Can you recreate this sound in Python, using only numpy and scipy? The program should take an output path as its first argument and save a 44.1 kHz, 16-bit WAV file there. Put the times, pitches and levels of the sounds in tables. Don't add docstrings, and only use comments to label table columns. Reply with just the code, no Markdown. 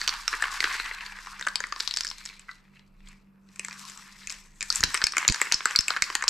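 import sys
import numpy as np
from scipy import signal
from scipy.fft import rfft, irfft
from scipy.io import wavfile
from scipy.ndimage import uniform_filter1d

SR = 44100
rng = np.random.default_rng(int(sys.argv[2]) if len(sys.argv) > 2 else 0)


def wav_record(signal):
    frames = np.transpose(np.atleast_2d(signal))
    bounded = np.clip(frames, -1, 1)
    quanta = np.round(bounded * 32767).astype(np.int16)
    wavfile.write(sys.argv[1], SR, quanta)


N = 277389

# time in seconds, level in dB.
RUMBLE_LEVEL = [(0, -51), (.3, -51.5), (1, -53), (1.45, -58), (2.1, -56.5), (2.84, -66), (3.075, -48.5),
                (3.3, -73.5), (3.84, -70), (4.3, -58.5), (4.86, -52), (5.3, -69), (5.6, -64), (6.29, -59.5)]
RUMBLE_HZ, RUMBLE_NOISE = 28.2, 0.35
# time in seconds, level in dB about which it wavers.
HUM_LEVEL = [(0, -66.5), (.9, -67.5), (2.4, -62.5), (3.4, -61), (4.7, -65), (6.29, -70.5)]
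# share of the hum pitch, mean level in dB relative to the main tone.
HUM_LOWER_ORDERS = [(.25, -12.5), (.5, -15.5), (.75, -9.5)]
HUM_HZ, HUM_NOISE = 194.5, 0.55
HUM_WAVER_DB = 2.5
# frequency in Hz, relative density in dB per Hz.
AIR_SPECTRUM = [(60, -33.5), (100, -16), (150, -3.5), (250, -9.5), (400, -12), (700, -19.5), (1300, -16.5),
                (1900, -32.5), (2550, -23.5), (3300, -42.5), (6000, -52), (14000, -34)]
AIR_LEVEL_DB = -67.0
# crest in seconds, dome level in dB, wall level in dB, hold in seconds.
SWELLS = [(0, -38, -37.5, 0.0021), (0.117, -42, -33.5, 0.0046), (0.197, -42.5, -42.5, 0.0069),
          (0.314, -39, -35.5, 0.0065), (0.429, -39.5, -31.5, 0.01), (0.522, -40, -34, 0.011),
          (1.814, -44.5, -68, 0.013), (2.508, -58, -56.5, 0.0055), (2.756, -65.5, -60.5, 0.0046),
          (3.081, -60.5, -55, .01), (3.547, -60, -65, 0.012), (4.312, -46, -46.5, 0.0046),
          (4.645, -49, -56, 0.0078), (4.742, -35, -38, 0.036), (4.943, -36, -34.5, 0.012),
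          (5.193, -39, -33.5, 0.023), (5.363, -43.5, -37.5, 0.097), (5.56, -52, -45, 0.036),
          (5.66, -44.5, -38, 0.059), (5.902, -41.5, -34.5, 0.019), (6.068, -44, -41, 0.082),
          (6.205, -53, -41, 0.049)]
SWELL_RISE_DB_PER_S, SWELL_FALL_DB_PER_S = 241, 144
# time in seconds, dome level in dB, wall level in dB.
ROLL_LEVEL = [(0, -77, -84), (.55, -49.5, -48), (.68, -37, -34), (.8, -42, -36), (.95, -49, -41),
              (1.33, -52, -46.5), (1.7, -57, -51.5), (1.86, -46.5, -50), (2.3, -53, -56.5),
              (2.65, -80.5, -70.5), (3.0, -79, -81.5), (3.3, -88, -81), (3.47, -81, -69.5),
              (3.68, -51.5, -50), (3.9, -48.5, -51.5), (4.12, -56, -53.5), (4.25, -54.5, -58),
              (4.56, -66, -68), (4.8, -86, -61), (6.29, -70, -95)]
# time in seconds, freest dome pitch in Hz, freest wall pitch in Hz.
PAINT_POSITION = [(0, 4900, 1540), (.55, 4784, 1524), (.8, 4280, 1995), (1.31, 5380, 1509),
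                  (2.0, 5160, 1836), (2.3, 4250, 2140), (2.62, 4290, 1900), (2.76, 4350, 2306),
                  (3.2, 4350, 2200), (3.45, 5610, 1290), (3.6, 6300, 2193), (3.72, 5670, 1600),
                  (3.84, 5580, 1233), (4.0, 5560, 1369), (4.15, 4920, 2090), (4.56, 6270, 1760),
                  (6.29, 4980, 1575)]
PAINT_WANDER = 0.05
GLIDE_DB, GLIDE_WIDTH = -8, 0.07
ROLL_ALIKE, ROLL_ALIKE_LOSS = 1, 0.061
# start in seconds, dome peak in dB,
# wall peak in dB, freest dome pitch in Hz, freest wall pitch in Hz.
KNOCKS = [(0.0148, -14.5, -18, 4350, 1800), (0.077, -3, -18, 4330, 2980), (0.0837, -13.5, -20, 6100, 1200),
          (0.0922, -7, -31, 4770, 1177), (0.279, -5, -15.5, 5490, 1550), (0.329, -23.5, -15.5, 4120, 1700),
          (0.337, -38, -15.5, 4350, 1430), (0.344, -45, -20, 3260, 1680),
          (0.4236, -12.5, -11.5, 7900, 1790), (0.4395, -22, -13.5, 3000, 1690),
          (0.4551, -39, -21, 3420, 1680), (0.5246, -27, -24, 3330, 1090), (0.6043, -9, -11.5, 4540, 2290),
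          (0.627, -41, -16.5, 3070, 1867), (0.6414, -7.5, -7.5, 4350, 1740), (0.6977, -48, -26, 4820, 1940),
          (0.71, -35, -20, 3400, 2000), (0.7507, -29, -19.5, 5600, 1950),
          (0.7992, -23.5, -13.5, 4130, 2080), (0.86, -27, -22.5, 5700, 2800),
          (0.9116, -31, -21, 3070, 2080), (1.008, -33, -25.5, 4200, 1840), (1.063, -26.5, -30, 4660, 2260),
          (1.1874, -34.5, -30, 6130, 1800), (1.2607, -34, -33, 4950, 1800),
          (1.2706, -34, -24.5, 5850, 1070), (1.3952, -27, -28, 6100, 1720), (1.411, -23, -21.5, 7260, 1790),
          (1.4252, -22.5, -27, 3740, 1700), (1.4503, -33, -38, 3780, 1700),
          (1.4675, -21.5, -14.5, 6050, 1530), (1.4719, -22, -11, 7670, 1684),
          (1.4852, -17, -23, 5186, 1700), (1.5568, -7, -24, 5000, 2640), (1.604, -19, -18, 6560, 1710),
          (1.6391, -23, -17, 4440, 1654), (1.669, -30, -32.5, 6700, 1330), (1.724, -20, -15.5, 4700, 1470),
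          (1.762, -23, -25.5, 4640, 1140), (1.801, -15, -25, 4380, 1360), (1.805, -9, -26, 4540, 1990),
          (1.876, -9.5, -25, 4560, 1060), (1.9106, -14.5, -34, 4230, 2510),
          (1.9391, -16.5, -32, 5250, 2420), (1.9632, -18, -37, 5400, 2400),
          (1.9715, -7.5, -32.5, 5200, 2310), (1.986, -20.5, -38, 4570, 1940), (2.008, -12, -39, 5200, 2900),
          (2.0344, -22, -42, 5240, 1710), (2.048, -17, -23, 5930, 1700), (2.0534, -25, -45, 5130, 2440),
          (2.0687, -17.5, -40, 5260, 2410), (2.077, -20.5, -46, 5200, 2010),
          (2.0883, -24.5, -51, 5300, 1580), (2.1012, -22.5, -41, 5220, 2000),
          (2.1133, -19, -27.5, 4530, 2040), (2.183, -25.5, -52, 6600, 2560),
          (2.254, -21, -39.5, 6800, 2500), (2.2595, -21.5, -33, 5430, 2030), (2.273, -36, -42, 3760, 2050),
          (2.2903, -28, -56, 4270, 2090), (2.299, -34, -34, 4200, 2090), (2.395, -33, -36, 7850, 2630),
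          (2.5133, -37.5, -36, 3980, 1360), (2.7704, -50, -46.5, 4240, 2730),
          (2.7943, -40, -42, 4460, 2730), (3.0048, -51.5, -49, 3470, 2500), (3.073, -43, -47, 3360, 2190),
          (3.0866, -37.5, -50.5, 7740, 2380), (3.489, -47.5, -54.5, 5830, 2600),
          (3.5597, -36, -41, 7600, 2410), (3.595, -16, -21.5, 7650, 2600), (3.6478, -22, -25, 7700, 2120),
          (3.6837, -24.5, -27, 6000, 1570), (3.7099, -30, -30.5, 5020, 2040),
          (3.7283, -27, -31.5, 5700, 2400), (3.898, -29, -36, 7200, 2370),
          (3.975, -27.5, -38.5, 7450, 2480), (4.2217, -41, -51, 4940, 1380), (4.2333, -36, -39, 4640, 2590),
          (4.2722, -21.5, -26.5, 7040, 2580), (4.2974, -20.5, -41, 5300, 1580),
          (4.3024, -19, -26.5, 7100, 2450), (4.3238, -21, -33, 4970, 1570), (4.3415, -37, -37, 6900, 2900),
          (4.608, -17.5, -24, 7300, 2360), (4.617, -21, -24, 6750, 2310), (4.627, -15, -23.5, 7500, 2330),
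          (4.7025, -5.5, -22.5, 4430, 1255), (4.7258, -12, -29, 6210, 2480), (4.7576, -10, -39, 7700, 1680),
          (4.8064, -14, -25, 6930, 1480), (4.8302, -22, -12.5, 4330, 1760), (4.8374, 4.5, -41, 4940, 1830),
          (4.8438, -14, -46, 4900, 2750), (4.9438, -7.5, -12, 8370, 1920), (4.9489, -15, -11.5, 5310, 2210),
          (4.9747, -17, -20.5, 5470, 2500), (5.0169, -15, -13.5, 4370, 1510),
          (5.022, -20, -13.5, 4330, 1460), (5.04, -2, -18, 5220, 1620), (5.0685, -5, -13.5, 4860, 2475),
          (5.122, -16.5, -45, 5730, 1350), (5.1356, -31, -21, 5230, 1440), (5.1497, -36, -27, 4050, 2380),
          (5.1682, -12, -7.5, 7200, 2080), (5.1817, -7, -8.5, 7260, 2020), (5.2278, -34, -16.5, 4800, 1590),
          (5.2496, -22, -12, 3900, 2060), (5.2792, 1.5, -20, 6870, 1230), (5.2871, -4.5, -14.5, 4630, 2320),
          (5.2991, -9.5, -34, 5190, 1900), (5.3231, -10, -36, 5930, 2080), (5.345, -13, -21, 5900, 1380),
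          (5.3597, -21, -21.5, 5930, 1450), (5.4153, -7.5, -6, 7660, 2200),
          (5.4698, -37, -18.5, 3230, 2230), (5.5152, -27, -18, 5760, 1920), (5.5229, 2, -33, 5950, 1270),
          (5.5354, -20, -22, 4320, 2380), (5.541, -11, -35, 4600, 1900), (5.5432, -4.5, -40, 5340, 1420),
          (5.606, -30, -17.5, 3600, 1790), (5.6562, -6.5, -6.5, 7570, 1610), (5.709, -21, -16, 7360, 1910),
          (5.753, -27, -14, 3540, 2010), (5.7605, -1, -26, 4450, 2300), (5.7891, -4, -25, 5330, 2720),
          (5.808, -12.5, -37, 5950, 2620), (5.8821, -8, -11, 7550, 2630), (5.9048, -12, -11, 4340, 1300),
          (5.9639, -22, -14.5, 4140, 1870), (5.9694, -21.5, -11.5, 5770, 1658),
          (6.022, -1.5, -7.5, 6100, 2240), (6.0397, -18, -27, 5280, 2430), (6.1011, -26, -13, 5470, 1420),
          (6.1264, -27, -26, 4960, 1780), (6.1524, -3, -9, 7040, 1647), (6.224, -20, -15, 6800, 1874),
          (6.2394, -17, -14.5, 5920, 1160), (6.2801, -0.5, -21.5, 5000, 1320),
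          (6.2849, -5, -37, 5900, 1180), (6.2876, -11, -44, 7400, 1690)]
# frequency in Hz, relative level in dB, 60 dB decay in seconds.
DOME_MODES = [(3530, -12.5, 0.061), (4060, -9, 0.071), (4430, 8, 0.003), (5044, 13, 0.0017),
              (5353, -12, 0.0075), (6215, 12, 0.0016), (6230, -6.5, 0.0034), (7547, 9.5, 0.0041),
              (7810, 4, 0.02), (8560, -11.5, 0.014), (9740, -10, 0.0082), (12000, 1, 0.0087),
              (14150, -30, .004)]
# frequency in Hz, relative level in dB, 60 dB decay in seconds.
WALL_MODES = [(954, 19, 0.017), (1106, 10.5, 0.033), (1220, 6, 0.03), (1625, 23, 0.0018), (1680, 8, 0.016),
              (2105, 20, 0.0043), (2370, 5.5, 0.028), (2667, 12, 0.021)]
# frequency in Hz, relative level in dB, 60 dB decay in seconds.
GRIP_MODES = [(344.5, -1, 0.0092), (478, -3, 0.018)]
# time in seconds, left over right in dB (the wall takes a share of it).
HAND_PLACE = [(0, -0.5), (.8, 3), (1.8, 2.5), (2.4, 1.5), (4.7, 4), (5.6, 1.5), (6.29, 2.5)]
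FREEST_DB = 3
KNOCK_OCTAVES = 0.55
SOFT_DULL_DB, BRIGHT_HZ = 0.25, 8000
CONTACT_S = 0.000018
FLOOR_ECHO_S, FLOOR_ECHO = 0.0013, 0.23
ROOM_T60_S, EARLY_T60_S, WALL_CUT_HZ = 0.39, 0.059, 5800
# start in seconds, relative level in dB.
CAP_TAPS = [(2.4847, -32), (2.4916, -21.5)]
# frequency in Hz, relative level in dB, 60 dB decay in seconds.
CAP_MODES = [(1360, -4, 0.04), (1536, 2, 0.02), (1970, 2, 0.049)]
# start in seconds, signed push in amplitude, push length in seconds,
# left over right in dB.
PUFFS = [(4.806, 0.023, 0.0074, -0.5), (4.84, -0.057, 0.0044, 6), (4.875, -0.013, 0.011, 0),
         (5.039, -0.037, 0.0018, 3), (5.2977, -0.12, 0.0048, -9.5), (5.544, -0.022, 0.0017, -7),
         (5.791, -0.04, 0.003, -7.5), (6.022, 0.016, 0.002, -1)]
PUFF_BACK_S = 0.014
PUFF_FLUTTER = 0.41
MIC_DULL_HZ, CUTOFF_HZ = 13040, 16600


def from_db(db):
    return 10 ** (np.asarray(db) / 20)


def rms_one(x):
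    return x / np.sqrt(np.mean(x ** 2) + 1e-20)


def in_time(rows):
    s, *columns = np.transpose(rows)
    return [np.interp(np.arange(N) / SR, s, column) for column in columns]


def sides(pan_db):
    return from_db(np.array([pan_db / 2, -pan_db / 2]))


def drift(rate):
    r = np.exp(-80 * np.pi * rate / SR)
    noise = rng.standard_normal(N // 40 + 2002)
    slow = signal.lfilter([1], [1, -2 * r, r * r], noise)[2000:]
    return np.interp(np.arange(N) / 40, np.arange(len(slow)), rms_one(slow))


def stereo_noise(alike):
    mid, side = rng.standard_normal((2, N))
    return np.sqrt(1 + alike) * mid + np.sqrt(1 - alike) * side * [[1], [-1]]


def ring(clicks, hz, t60):
    r, w = from_db(-60 / (t60 * SR)), 2 * np.pi * hz / SR
    return signal.lfilter([0, np.sin(w)], [1, -2 * r * np.cos(w), r * r], clicks + 1e-18)


def tone(hz, wander_hz, rate):
    return np.sqrt(2) * np.sin(2 * np.pi * np.cumsum(hz + wander_hz * drift(rate)) / SR)


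def high_pass(x, hz, order):
    return signal.sosfilt(signal.butter(order, hz, "high", fs=SR, output="sos"), x)


def nearness_db(hz, centre_hz, octaves):
    return np.maximum(-6 * (np.log2(hz / centre_hz) / octaves) ** 2, -12)


def rumble():
    level_db, = in_time(RUMBLE_LEVEL)
    band = signal.butter(2, [23, 48], "band", fs=SR, output="sos")
    loose = rms_one(signal.sosfilt(band, stereo_noise(0.96)))
    drone = tone(RUMBLE_HZ, 0.95, 1.5) + RUMBLE_NOISE * loose
    return from_db(level_db) * rms_one(drone) * sides(-0.73)[:, None]


def hum():
    level_db = in_time(HUM_LEVEL)[0] + HUM_WAVER_DB * drift(1.1)
    motor = tone(HUM_HZ, 0.8, 2) + HUM_NOISE * rms_one(ring(stereo_noise(0.84), HUM_HZ, 0.22))
    for share, db in HUM_LOWER_ORDERS:
        motor += from_db(db + HUM_WAVER_DB * drift(2.4)) * tone(share * HUM_HZ, 0.55, 3)
    return from_db(level_db) * rms_one(motor) * sides(-1.0)[:, None]


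def room_tone():
    hz = np.maximum(np.fft.rfftfreq(N, 1 / SR), 1)
    table_hz, table_db = np.transpose(AIR_SPECTRUM)
    shape = from_db(np.interp(np.log(hz), np.log(table_hz), table_db, left=-40))
    air = irfft(rfft(stereo_noise(0.43)) * shape, N)
    return from_db(AIR_LEVEL_DB) * rms_one(air)


def rolling_db():
    t = np.arange(N) / SR
    power = from_db(in_time(ROLL_LEVEL)) ** 2
    for s, dome_db, wall_db, hold in SWELLS:
        rise_db = SWELL_RISE_DB_PER_S * (s - t)
        fall_db = SWELL_FALL_DB_PER_S * np.maximum(t - s - hold, 0)
        loss_db = np.maximum(rise_db, fall_db)
        power = power + from_db(np.array([[dome_db], [wall_db]]) - loss_db) ** 2
    return 10 * np.log10(power)


def glide(free_hz):
    cut = signal.butter(2, GLIDE_WIDTH * free_hz.mean(), fs=SR, output="sos")
    turn = 2 * np.pi * np.cumsum(free_hz) / SR
    return rms_one(sum(signal.sosfilt(cut, stereo_noise(0.9)) * wave(turn) for wave in (np.sin, np.cos)))


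def rolled(modes, free_hz, per_s, grain_db, damping, octaves):
    sizes = from_db(grain_db * np.minimum(rng.exponential(1, N), 3.5))
    contacts = sizes * (rng.random(N) < per_s / SR)
    touches = (0.18 + contacts) * from_db(1.5 * drift(24.5))
    grain = np.sqrt(uniform_filter1d(touches ** 2, size=200))
    out, power = 0, 0
    for hz, level_db, t60 in modes:
        gain = from_db(level_db + nearness_db(hz, free_hz, octaves))
        alike = np.clip(ROLL_ALIKE - ROLL_ALIKE_LOSS * np.log2(hz / 1000), 0, 1)
        push = touches * gain * from_db(3.24 * drift(25.0)) * stereo_noise(alike)
        out = out + ring(push, hz, t60 * damping)
        power = power + gain ** 2 * t60
    ringing = rms_one(out / np.sqrt(power))
    return rms_one(ringing + from_db(GLIDE_DB) * rms_one(grain * glide(free_hz)))


def struck(modes, times, peak_db, centre_hz, chatter_s, chatter, detune, longest_s):
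    hz, level_db, t60 = np.transpose(modes)
    t60 = np.minimum(t60, longest_s)
    t = np.arange(int(0.05 * SR)) / SR
    luck = rng.standard_normal((len(times), 3, len(hz)))

    contact = chatter * rng.standard_normal((len(times), 1, 300)) * np.exp(-t[:300] / chatter_s)
    contact[:, :, 0] = 1
    contact[:, :, round(FLOOR_ECHO_S * SR)] += FLOOR_ECHO * (1 + luck[:, :1, 0] / 2)
    press = t[:40] / CONTACT_S * np.exp(-t[:40] / CONTACT_S)
    contact = signal.lfilter(press, [1], contact)

    favour_db = nearness_db(hz, centre_hz[:, None], KNOCK_OCTAVES)
    strength = from_db(level_db + favour_db + 2 * luck[:, 0])
    freest = np.abs(np.log(hz / centre_hz[:, None])).argmin(axis=1)
    strength[np.arange(len(times)), freest] = from_db(level_db.max() + FREEST_DB)
    octaves_above = np.maximum(np.log2(hz / BRIGHT_HZ), 0)
    strength *= from_db(SOFT_DULL_DB * np.minimum(peak_db, 0)[:, None] * octaves_above)

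    out = np.zeros((2, N + 2 * len(t)))
    for k, s in enumerate(times):
        shifted_hz = hz * (1 + detune * luck[k, 1])
        shifted_hz[freest[k]] = centre_hz[k]
        polarity = np.sign(luck[k, 1])[:, None]
        rings = polarity * np.sin(2 * np.pi * shifted_hz[:, None] * t) * from_db(-60 * t / t60[:, None])
        apart = from_db(hz / 3200 * luck[k, 2] * [[1], [-1]])
        knock = signal.fftconvolve((apart * strength[k]) @ rings, contact[k], axes=1)
        at = round(s * SR)
        out[:, at:at + knock.shape[1]] += from_db(peak_db[k]) * knock / np.abs(knock.mean(axis=0)).max()
    return out[:, :N]


def can(roll_db):
    free_dome_hz, free_wall_hz = [hz * (1 + PAINT_WANDER * drift(12.0)) for hz in in_time(PAINT_POSITION)]
    s, dome_db, wall_db, dome_hz, wall_hz = np.transpose(KNOCKS)
    pan_db, = in_time(HAND_PLACE)

    dome = struck(DOME_MODES, s, dome_db, dome_hz, chatter_s=0.0018, chatter=0.12, detune=0.05, longest_s=0.0055)
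    dome_roll = rolled(DOME_MODES, free_dome_hz, per_s=1200, grain_db=3.0, damping=0.4, octaves=0.42)
    dome += from_db(roll_db[0]) * dome_roll

    wall = struck(WALL_MODES, s, wall_db, wall_hz, chatter_s=0.0018, chatter=0.25, detune=0.09, longest_s=0.0065)
    wall = signal.sosfilt(signal.butter(3, 3100, fs=SR, output="sos"), wall)
    wall_roll = rolled(WALL_MODES, free_wall_hz, per_s=550, grain_db=3.8, damping=0.8, octaves=0.4)
    wall += from_db(roll_db[1]) * wall_roll

    grip_db = np.maximum(wall_db, dome_db - 15.0) - 23.5
    grip = struck(GRIP_MODES, s, grip_db, np.full_like(s, 380),
                  chatter_s=0.00027, chatter=0.28, detune=0.23, longest_s=0.05)
    shell = dome * sides(pan_db) + wall * sides(0.27 * pan_db)
    return high_pass(shell, 996, order=5) + high_pass(grip, 273, order=4)


def room(x):
    t = np.arange(SR // 2) / SR
    dying = from_db(-60 * t / ROOM_T60_S) + 1.5 * from_db(-60 * t / EARLY_T60_S)
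    gap = np.clip(t / 0.00039, 0, 1) ** 2
    out, turn = 0, 2 * np.pi * drift(1.99)
    for step in range(4):
        echoes = stereo_noise(0.68)[:, :len(t)] * dying * gap
        echoes = signal.lfilter(*signal.butter(1, WALL_CUT_HZ, fs=SR), echoes)
        echoes = echoes / np.sqrt(np.sum(echoes ** 2))
        share = np.cos(turn + step * np.pi / 4) / np.sqrt(2)
        out = out + signal.fftconvolve(x * share, echoes, axes=1)[:, :N]
    return out


def cap():
    clicks = np.zeros(N)
    for s, level_db in CAP_TAPS:
        clicks[round(s * SR)] = from_db(level_db - 9.5)
    soft = signal.sosfilt(signal.butter(2, 2500, fs=SR, output="sos"), clicks)
    shell = sum(from_db(level_db) * ring(soft, hz, t60) for hz, level_db, t60 in CAP_MODES)
    return high_pass(shell, 1160, order=4)


def puffs():
    t, out = np.arange(N) / SR, np.zeros((2, N))
    band = signal.butter(2, [50, 220], "band", fs=SR, output="sos")
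    flutter = rms_one(signal.sosfilt(band, stereo_noise(0.92)))
    for s, push, length, pan_db in PUFFS:
        after = t - s - length
        quick = np.sin(np.pi * np.clip((t - s) / length, 0, 1)) ** 2
        back = np.sin(np.pi * np.clip(after / PUFF_BACK_S, 0, 1) ** 0.59)
        gust = PUFF_FLUTTER * np.exp(-(after / (3.0 * length)) ** 2) * flutter
        out += push * (quick - 0.36 * back + gust * length / PUFF_BACK_S) * sides(pan_db)[:, None]
    return out


def scene():
    resting = rumble() + hum() + room_tone()
    near = can(rolling_db()) + cap()
    return resting + near + from_db(-9.5) * room(near) + puffs()


def record(dry):
    rounded = 0.98 * np.tanh(dry / 0.98)
    heard = signal.sosfilt(signal.butter(3, MIC_DULL_HZ, fs=SR, output="sos"), rounded)
    return signal.sosfilt(signal.cheby2(14, 95, CUTOFF_HZ, fs=SR, output="sos"), heard)


dry = scene()
out = record(dry)
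wav_record(out)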